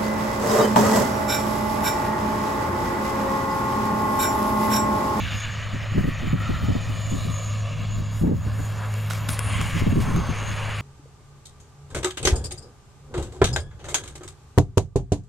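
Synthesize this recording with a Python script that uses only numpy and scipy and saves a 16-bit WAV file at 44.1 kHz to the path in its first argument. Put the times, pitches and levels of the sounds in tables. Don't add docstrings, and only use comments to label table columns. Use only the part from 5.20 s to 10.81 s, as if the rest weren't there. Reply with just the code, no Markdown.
import sys
import numpy as np
from scipy import signal
from scipy.fft import rfft, irfft, next_fast_len
from scipy.io import wavfile
from scipy.ndimage import uniform_filter1d, minimum_filter1d, map_coordinates

SR = 44100
rng = np.random.default_rng(int(sys.argv[2]) if len(sys.argv) > 2 else 0)


def int16_out(signal):
    q = np.round(np.clip(np.atleast_2d(signal).T, -1, 1) * 32767)
    wavfile.write(sys.argv[1], SR, q.astype(np.int16))


N = 247401

# time in seconds, rms level in dB.
DRONE_LEVEL_DB = [(0, -32), (.6, -31), (1.3, -32), (2.1, -27), (2.8, -27), (3.6, -28), (4.2, -26),
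                  (4.9, -31.5), (5.6, -30)]
# multiple of half the firing rate, relative level in dB.
EXHAUST_LINES = [(2, 0.5), (3, -17.5), (4, -23.5), (5, -33)]
FIRING_HZ, HUNT_HZ = 105.6, 0.24
# time in seconds, level in dB.
CLATTER_LEVEL_DB = [(0.0, -46.5), (0.87, -45.5), (1.4, -45), (1.76, -44.5), (2.28, -41), (2.86, -47.5),
                    (3.8, -47), (4.29, -44), (5.6, -43.5)]
# frequency in Hz, relative density in dB per Hz.
BLOCK_SPECTRUM = [(250, -28), (560, 3), (850, -4.5), (1230, 2), (1600, -8.5), (16000, -62)]
# time in seconds, level in dB.
RATTLE_LEVEL_DB = [(0, -38), (.24, -37.5), (.6, -56), (1.1, -45), (1.32, -43.5), (2.0, -44), (2.65, -46.5),
                   (3.17, -54), (3.8, -46), (5.6, -47.5)]
# frequency in Hz, relative density in dB per Hz.
LINKS_SPECTRUM = [(600, -35), (1800, -2.5), (2800, 0.5), (3700, -5), (11000, -51)]
# middle in seconds, level in dB, length in seconds, centre in Hz.
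CLATTER_RINGS = [(0.06, -44, 0.13, 2850), (0.1, -46, 0.25, 3620), (0.2, -44, 0.47, 1600),
                 (1.008, -43, 0.94, 1890), (1.304, -38.5, 0.34, 1300), (1.396, -57, 0.52, 3600),
                 (2.04, -48, 0.18, 3900), (2.545, -48.5, 0.28, 2700), (3.396, -50.5, 0.66, 1670),
                 (4.31, -41.5, 0.39, 1103), (4.943, -41, 0.42, 1094)]
# time in seconds, delay in seconds.
ECHO_DELAY_S = [(.1, .00174), (.9, .00163), (1.6, .00166), (2.3, .00175), (3.3, .00182), (4.4, .00183),
                (5.6, .00176)]
TRACTOR_ECHO_DB = -4

# time in seconds, level in dB.
RUSH_LEVEL_DB = [(0.0, -46.5), (1.71, -45.5), (2.23, -55), (3.36, -46.5), (3.62, -38.5), (3.8, -43.5),
                 (4.74, -41), (4.97, -37), (5.6, -38.5)]
# frequency in Hz, relative density in dB per Hz.
RUSH_SPECTRUM = [(200, -26), (420, -2.5), (600, -3), (900, 0), (1450, -2), (2000, -8), (3000, -27),
                 (8000, -60)]
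# time in seconds, level in dB.
HISS_LEVEL_DB = [(0, -38), (.42, -39.5), (1.06, -42), (1.91, -50.5), (3.12, -55), (4.12, -47), (4.35, -34),
                 (4.56, -33.5), (4.69, -41.5), (5.12, -40.5), (5.3, -35.5), (5.6, -37)]
# frequency in Hz, relative density in dB per Hz.
HISS_SPECTRUM = [(700.0, -43), (1150.0, 3.5), (1600.0, 4.5), (2300.0, 7), (2900.0, 6.5), (3500.0, -3.5),
                 (5000.0, -30)]
# time in seconds, level in dB.
FIZZ_LEVEL_DB = [(0.0, -48.5), (0.26, -49.5), (0.81, -54), (2.02, -50.5), (2.8, -53.5), (3.15, -56),
                 (3.45, -55), (4.02, -53.5), (4.44, -46), (4.7, -50), (5.18, -48.5), (5.6, -50.5)]
# frequency in Hz, relative density in dB per Hz.
FIZZ_SPECTRUM = [(2600.0, -35), (3400.0, -1), (4300.0, 3), (5600.0, -2.5), (7500.0, -8), (13000.0, -44),
                 (16000.0, -36)]

# time in seconds, frequency in Hz.
WHISTLE_PITCH_HZ = [(0, 6706), (1, 6780), (4.5, 6880), (5.05, 6406), (5.6, 6875)]
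# middle in seconds, level in dB before PUFF_TRIM_DB, length in seconds.
WHISTLE_PUFFS = [(.2, -42.5, 0.053), (1.9, -43, 0.16), (2.23, -41.5, 0.16), (2.74, -43, 0.044),
                 (2.97, -51, 0.1), (3.44, -42, 0.055), (5.27, -46.5, 0.18)]
WHISTLE_IDLE_DB, PUFF_TRIM_DB = -1.0, -4.5

# time in seconds, level in dB before BUFFET_LIFT_DB and BUFFET_SWING.
BUFFET_CURVE_DB = [(0.0, -36.5), (0.44, -45), (1.27, -35), (2.36, -45), (3.2, -37), (3.83, -52.5),
                   (4.27, -37), (4.75, -31), (5.31, -42)]
BUFFET_LIFT_DB, BUFFET_SWING = 8.0, 0.79
# frequency in Hz, relative density in dB per Hz.
RUMBLE_SPECTRUM = [(10, 0), (22, -30), (35, -3), (65, 1.5), (100, 2), (170, -6), (240, -13), (320, -22),
                   (700, -52)]
# start in seconds, force in dB before trims, length in seconds.
EDDY_HITS = [(0.531, -25.5, 0.037), (0.718, -18.5, 0.0098), (0.746, -19.5, 0.037), (0.773, -16, 0.039),
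             (0.838, -15, 0.023), (0.873, -14.5, 0.019), (1.022, -26.5, 0.048), (1.071, -19, 0.012),
             (1.128, -10.5, 0.031), (1.29, -15, 0.027), (1.425, -23.5, 0.04), (1.484, -15, 0.037),
             (1.548, -15.5, 0.024), (1.909, -21, 0.067), (2.046, -24.5, 0.052), (2.088, -30, 0.025),
             (2.791, -28.5, 0.036), (3.011, -16.5, 0.03), (3.032, -11.5, 0.034), (3.066, -11.5, 0.056),
             (3.11, -13, 0.045), (3.259, -26.5, 0.033), (3.385, -30, 0.039), (4.082, -26.5, 0.035),
             (4.305, -30, 0.028), (4.387, -23, 0.045), (4.543, -20.5, 0.041), (4.614, -17, 0.025),
             (4.662, -11.5, 0.025), (4.721, -14, 0.024), (4.753, -13.5, 0.054), (4.856, -23.5, 0.093),
             (4.938, -19.5, 0.087), (5.09, -21, 0.031), (5.212, -29, 0.019)]
WAKE_DB, WAKE_STRETCH = -15.5, 1.67
# frequency in Hz, relative density in dB per Hz.
EDDY_SPECTRUM = [(25, -12), (70, -8), (150, 5.5), (240, -2.5), (350, -11.5), (480, -16.5), (900, -38),
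                 (2000, -78)]
# frequency in Hz, relative density in dB per Hz.
TEAR_SPECTRUM = [(170, -37), (310, 6), (500, -6.5), (1000, -18.5), (2500, -58)]
# time in seconds, lag in seconds.
CROSSING_LAG_S = [(.8, -.0007), (1.4, -.0011), (3.1, -.0007), (4.4, .0008), (5.1, .0006)]

# middle in seconds, level in dB, length in seconds, treble gain in dB.
SLEEVE_RUBS = [(.15, -60, 0.14, 2), (2.032, -55, 0.46, -2), (2.99, -53.5, 0.091, 4), (3.44, -58, 0.2, 3),
               (3.8, -57, 0.38, 2), (4.477, -45.5, 0.19, -8), (4.825, -49.5, 0.17, -9),
               (5.382, -52.5, 0.57, -16)]
STIR_DB, TREBLE_HZ = -65.5, 11200
# frequency in Hz, relative density in dB per Hz.
CLOTH_SPECTRUM = [(2500, -21), (6000, -2), (8000, 2.5), (9000, 3.5), (9800, 6), (10800, -3), (13000, 4.5),
                  (15800, -17)]
# start in seconds, level in dB before a 0.5 dB cut, length in seconds.
SLEEVE_SCRAPES = [(3.9, -37, 0.089), (4.087, -35, 0.078), (4.59, -38, 0.029), (4.8, -38.5, 0.049)]
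# frequency in Hz, relative density in dB per Hz.
SCRAPE_SPECTRUM = [(700, 3), (1500, 5.5), (6000, 1), (9800, -4), (13000, -7), (15800, -13)]
# time in seconds, centre in Hz, level in dB.
SLEEVE_SWISH = [(3.5, 13200, -100), (3.76, 12900, -58), (4.07, 12140, -54.5), (4.115, 9900, -32),
                (4.165, 9900, -48), (4.27, 9630, -39.5), (4.45, 8280, -57), (4.6, 8400, -100)]
SWISH_HALF_WIDTH_HZ = 1150

# start in seconds, level in dB, body-mode gain in dB, left over right in dB.
HAND_TICKS = [(0.203, -28, -20, -1), (3.74, -27, -20, 2), (3.9079, -25.5, 8, -11), (3.9094, -26, 7, -6),
              (3.934, -28, 2, 16), (4.088, -20, -2, 4), (4.0908, -14.5, -1, 6), (4.1915, -11.5, -2, 4.5),
              (4.4135, -20, 4, 5), (4.962, -31.5, 9, -13)]
# frequency in Hz, relative level in dB.
CASE_MODES = [(1450, 0.5), (3600, -7.5), (5300, -9), (7200, -7), (9700, -3.5), (11300, -18.5)]
CASE_T60_S, BODY_BELOW_HZ = .008, 4500

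# frequency in Hz, coherence from 0 to 1.
COHERENCE = [(30, 1), (100, 0.27), (400, 0.58), (800, 0.92), (1500, 0.96), (8000, 1), (13000, 0.93)]
TOP_HZ = 15850


def amp(db):
    return 10 ** (np.asarray(db) / 20)


def unit(x):
    return x / np.sqrt(np.mean(x ** 2) + 1e-20)


def along(points, hz):
    f, v = np.transpose(points)
    return np.interp(np.log(hz + 1), np.log(f + 1), v)


def curves(rows):
    s, *cols = np.transpose(rows)
    return [np.interp(np.arange(N) / SR, s, c) for c in cols]


def wobble(rate_hz):
    knots = rng.standard_normal(int(N * rate_hz / SR) + 4)
    return map_coordinates(knots, [np.arange(N) * rate_hz / SR])


def filtered(x, response):
    m = next_fast_len(N + SR // 2)
    return irfft(rfft(x, m) * response(np.fft.rfftfreq(m, 1 / SR)), m)[..., :N]


def spread(pair, response):
    def mid_side_response(hz):
        angle = np.arccos(np.clip(along(COHERENCE, hz), -1, 1)) / 2
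        return response(hz) * np.array([np.cos(angle), np.sin(angle)])

    mid, side = filtered(pair, mid_side_response)
    return unit(np.array([mid + side, mid - side]))


def patchy(depth_db):
    z = signal.stft(rng.standard_normal((2, N)), nperseg=512)[2]
    field = uniform_filter1d(rng.standard_normal(z.shape[1:]), size=9, axis=0)
    field = uniform_filter1d(field, size=14, axis=1)
    return signal.istft(z * amp(depth_db * unit(field)), nperseg=512)[1][:, :N]


def coloured(spectrum, patchy_db=0):
    return spread(patchy(patchy_db), lambda hz: amp(along(spectrum, hz)))


def even(x, span_s):
    power = uniform_filter1d(np.mean(x ** 2, 0), int(span_s * SR) + 1)
    return x / np.sqrt(np.abs(power) + 1e-4)


def swells(rows, rise_s):
    envelope = np.zeros(N)
    for s, db, length in rows:
        age = np.maximum(np.arange(N) / SR - s, 0)
        fall = np.exp(-np.minimum(age / length, 10) ** 3)
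        envelope += amp(db) * (1 - np.exp(-age / rise_s)) * fall
    return envelope


def humps(rows):
    t = np.arange(N) / SR
    return sum(amp(db) * np.exp(-2 * ((t - s) / length) ** 2) for s, db, length in rows)


def delayed(x, lag_s):
    n = np.arange(N)
    return np.interp(n - lag_s * SR, n, x)


def echoed(pair, echo_db):
    lag_s, gain = curves(ECHO_DELAY_S)[0], amp(echo_db)
    return np.array([x + gain * delayed(x, lag_s) for x in pair]) / np.hypot(1, gain)


def resonant(centre_hz, width_hz, hz):
    return 1 / (1 + (2 * (hz - centre_hz) / width_hz) ** 2)


def narrow(centre_hz, half_width_hz):
    middle_hz = centre_hz.mean()
    band = spread(rng.standard_normal((2, N)),
                  lambda hz: 1 / np.sqrt(1 + ((hz - middle_hz) / half_width_hz) ** 6))
    analytic = signal.hilbert(band, next_fast_len(N))[:, :N]
    return np.real(analytic * np.exp(2j * np.pi * np.cumsum(centre_hz - middle_hz) / SR))


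def tractor():
    firings = np.cumsum(FIRING_HZ + HUNT_HZ * wobble(5.07)) / SR
    drone = np.zeros(N)
    for order, db in EXHAUST_LINES:
        waver_db = 1.1 if order == 2 else 3
        phase = np.pi * order * firings + waver_db ** 2 / 7 * wobble(22)
        drone += amp(db + waver_db * wobble(7.5)) * np.sin(phase)
    drone = amp(curves(DRONE_LEVEL_DB)[0]) * unit(drone)
    shake = amp(1.56 * np.cos(2 * np.pi * firings) + 1.3 * wobble(70))

    def shaken(response):
        return spread(shake * patchy(depth_db=1.0), response)

    engine = amp(curves(CLATTER_LEVEL_DB)[0]) * shaken(lambda hz: amp(along(BLOCK_SPECTRUM, hz)))
    tracks = amp(curves(RATTLE_LEVEL_DB)[0]) * shaken(lambda hz: amp(along(LINKS_SPECTRUM, hz)))
    rings = np.zeros((2, N))
    for s, db, length, centre_hz in CLATTER_RINGS:
        rings += humps([(s, db, length)]) * shaken(lambda hz: resonant(centre_hz, 0.14 * centre_hz, hz))
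    return drone + echoed(engine + tracks, TRACTOR_ECHO_DB) + rings


def field_wind():
    surge_db = 0.8 * wobble(40)
    low = amp(curves(RUSH_LEVEL_DB)[0]) * coloured(RUSH_SPECTRUM, patchy_db=2.0)
    hiss = echoed(coloured(HISS_SPECTRUM, patchy_db=1.8), echo_db=-18)
    hiss = amp(curves(HISS_LEVEL_DB)[0] + surge_db) * hiss
    fizz = amp(curves(FIZZ_LEVEL_DB)[0] + surge_db) * coloured(FIZZ_SPECTRUM, patchy_db=2.0)
    return low + hiss + fizz


def whistle():
    idle = amp(curves(FIZZ_LEVEL_DB)[0] + WHISTLE_IDLE_DB)
    level = idle + amp(PUFF_TRIM_DB) * humps(WHISTLE_PUFFS)
    flicker = amp(2.36 * wobble(35))
    centre_hz = curves(WHISTLE_PITCH_HZ)[0] + 60 * wobble(25)
    return level * flicker * narrow(centre_hz, half_width_hz=270)


def buffeting():
    wake_rows = [(s, db + WAKE_DB, length * WAKE_STRETCH) for s, db, length in EDDY_HITS]
    wakes = swells(wake_rows, rise_s=0.0028)
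    buffet_db = curves(BUFFET_CURVE_DB)[0]
    mean_db = buffet_db.mean()
    steady = amp(mean_db + BUFFET_LIFT_DB + BUFFET_SWING * (buffet_db - mean_db))
    rumble = (steady + wakes) * amp(2.17 * wobble(30)) * even(coloured(RUMBLE_SPECTRUM), span_s=0.0404)

    force = swells(EDDY_HITS, rise_s=0.003)
    swirl = force * even(coloured(EDDY_SPECTRUM)[:1], span_s=0.0123)[0]
    steep = 0.84 * swirl ** 2
    swirl = swirl + steep - uniform_filter1d(steep, size=700)
    lag_s = curves(CROSSING_LAG_S)[0]
    ports = np.array([delayed(swirl, -lag_s / 2), delayed(swirl, lag_s / 2)])

    def port_noise(spectrum):
        return unit(filtered(rng.standard_normal((2, N)), lambda hz: amp(along(spectrum, hz))))

    eddies = amp(-2.0) * (ports + 0.19 * force * port_noise(EDDY_SPECTRUM))
    tearing = amp(-1.5) * force ** 2 * port_noise(TEAR_SPECTRUM)
    return rumble + eddies + tearing


def sleeve():
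    grains = unit(amp(1.4 * wobble(700) + 1.6 * wobble(70)))
    cloth = coloured(CLOTH_SPECTRUM)
    treble = filtered(cloth, lambda hz: 1 - 1 / (1 + (hz / TREBLE_HZ) ** 20))
    stir = amp(STIR_DB) * (cloth - treble)
    rubs = np.zeros((2, N))
    for s, db, length, treble_db in SLEEVE_RUBS:
        rubs += humps([(s, db, length)]) * (cloth + (amp(treble_db) - 1) * treble)
    scrapes = amp(-0.5) * swells(SLEEVE_SCRAPES, rise_s=0.00088) * coloured(SCRAPE_SPECTRUM)
    swish_hz, swish_db = curves(SLEEVE_SWISH)
    swish = amp(swish_db) * narrow(swish_hz, SWISH_HALF_WIDTH_HZ)
    return grains * (stir + rubs + scrapes + swish)


def ticks():
    snap, ring = np.zeros((2, 2, N))
    t = np.arange(SR // 20) / SR
    onset = 1 - np.exp(-t / 0.0003)
    for s, db, body_db, pan_db in HAND_TICKS:
        fade = amp([[db + pan_db / 2], [db - pan_db / 2]]) * amp(-60 * t / CASE_T60_S) * onset
        modes = np.zeros(len(t))
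        for hz, level_db in CASE_MODES:
            gain = amp(level_db + body_db * (hz < BODY_BELOW_HZ))
            detuned_hz = hz * (1 + 0.045 * rng.standard_normal())
            modes += gain * np.sin(2 * np.pi * detuned_hz * t)
        start = round(s * SR)
        snap[:, start:start + len(t)] += fade
        ring[:, start:start + len(t)] += fade * modes
    return ring + amp(-5.0) * snap * coloured(SCRAPE_SPECTRUM)


def scene():
    far = tractor()
    near = field_wind() + whistle() + buffeting() + sleeve() + ticks()
    return far + near * amp([[.3], [-.3]])


def record(dry):
    ceiling_db, release_db_per_s = -12.0, 70
    peak = np.abs(uniform_filter1d(dry.mean(0), size=40))
    over_db = np.maximum(20 * np.log10(peak + 1e-9) - ceiling_db, 0)
    recovery_db = release_db_per_s * np.arange(N) / SR
    duck_db = np.maximum.accumulate(over_db + recovery_db) - recovery_db
    gain = uniform_filter1d(minimum_filter1d(amp(-duck_db), size=300), size=300)
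    return filtered(dry * gain, lambda hz: hz < TOP_HZ)


dry = scene()
out = record(dry)
int16_out(out)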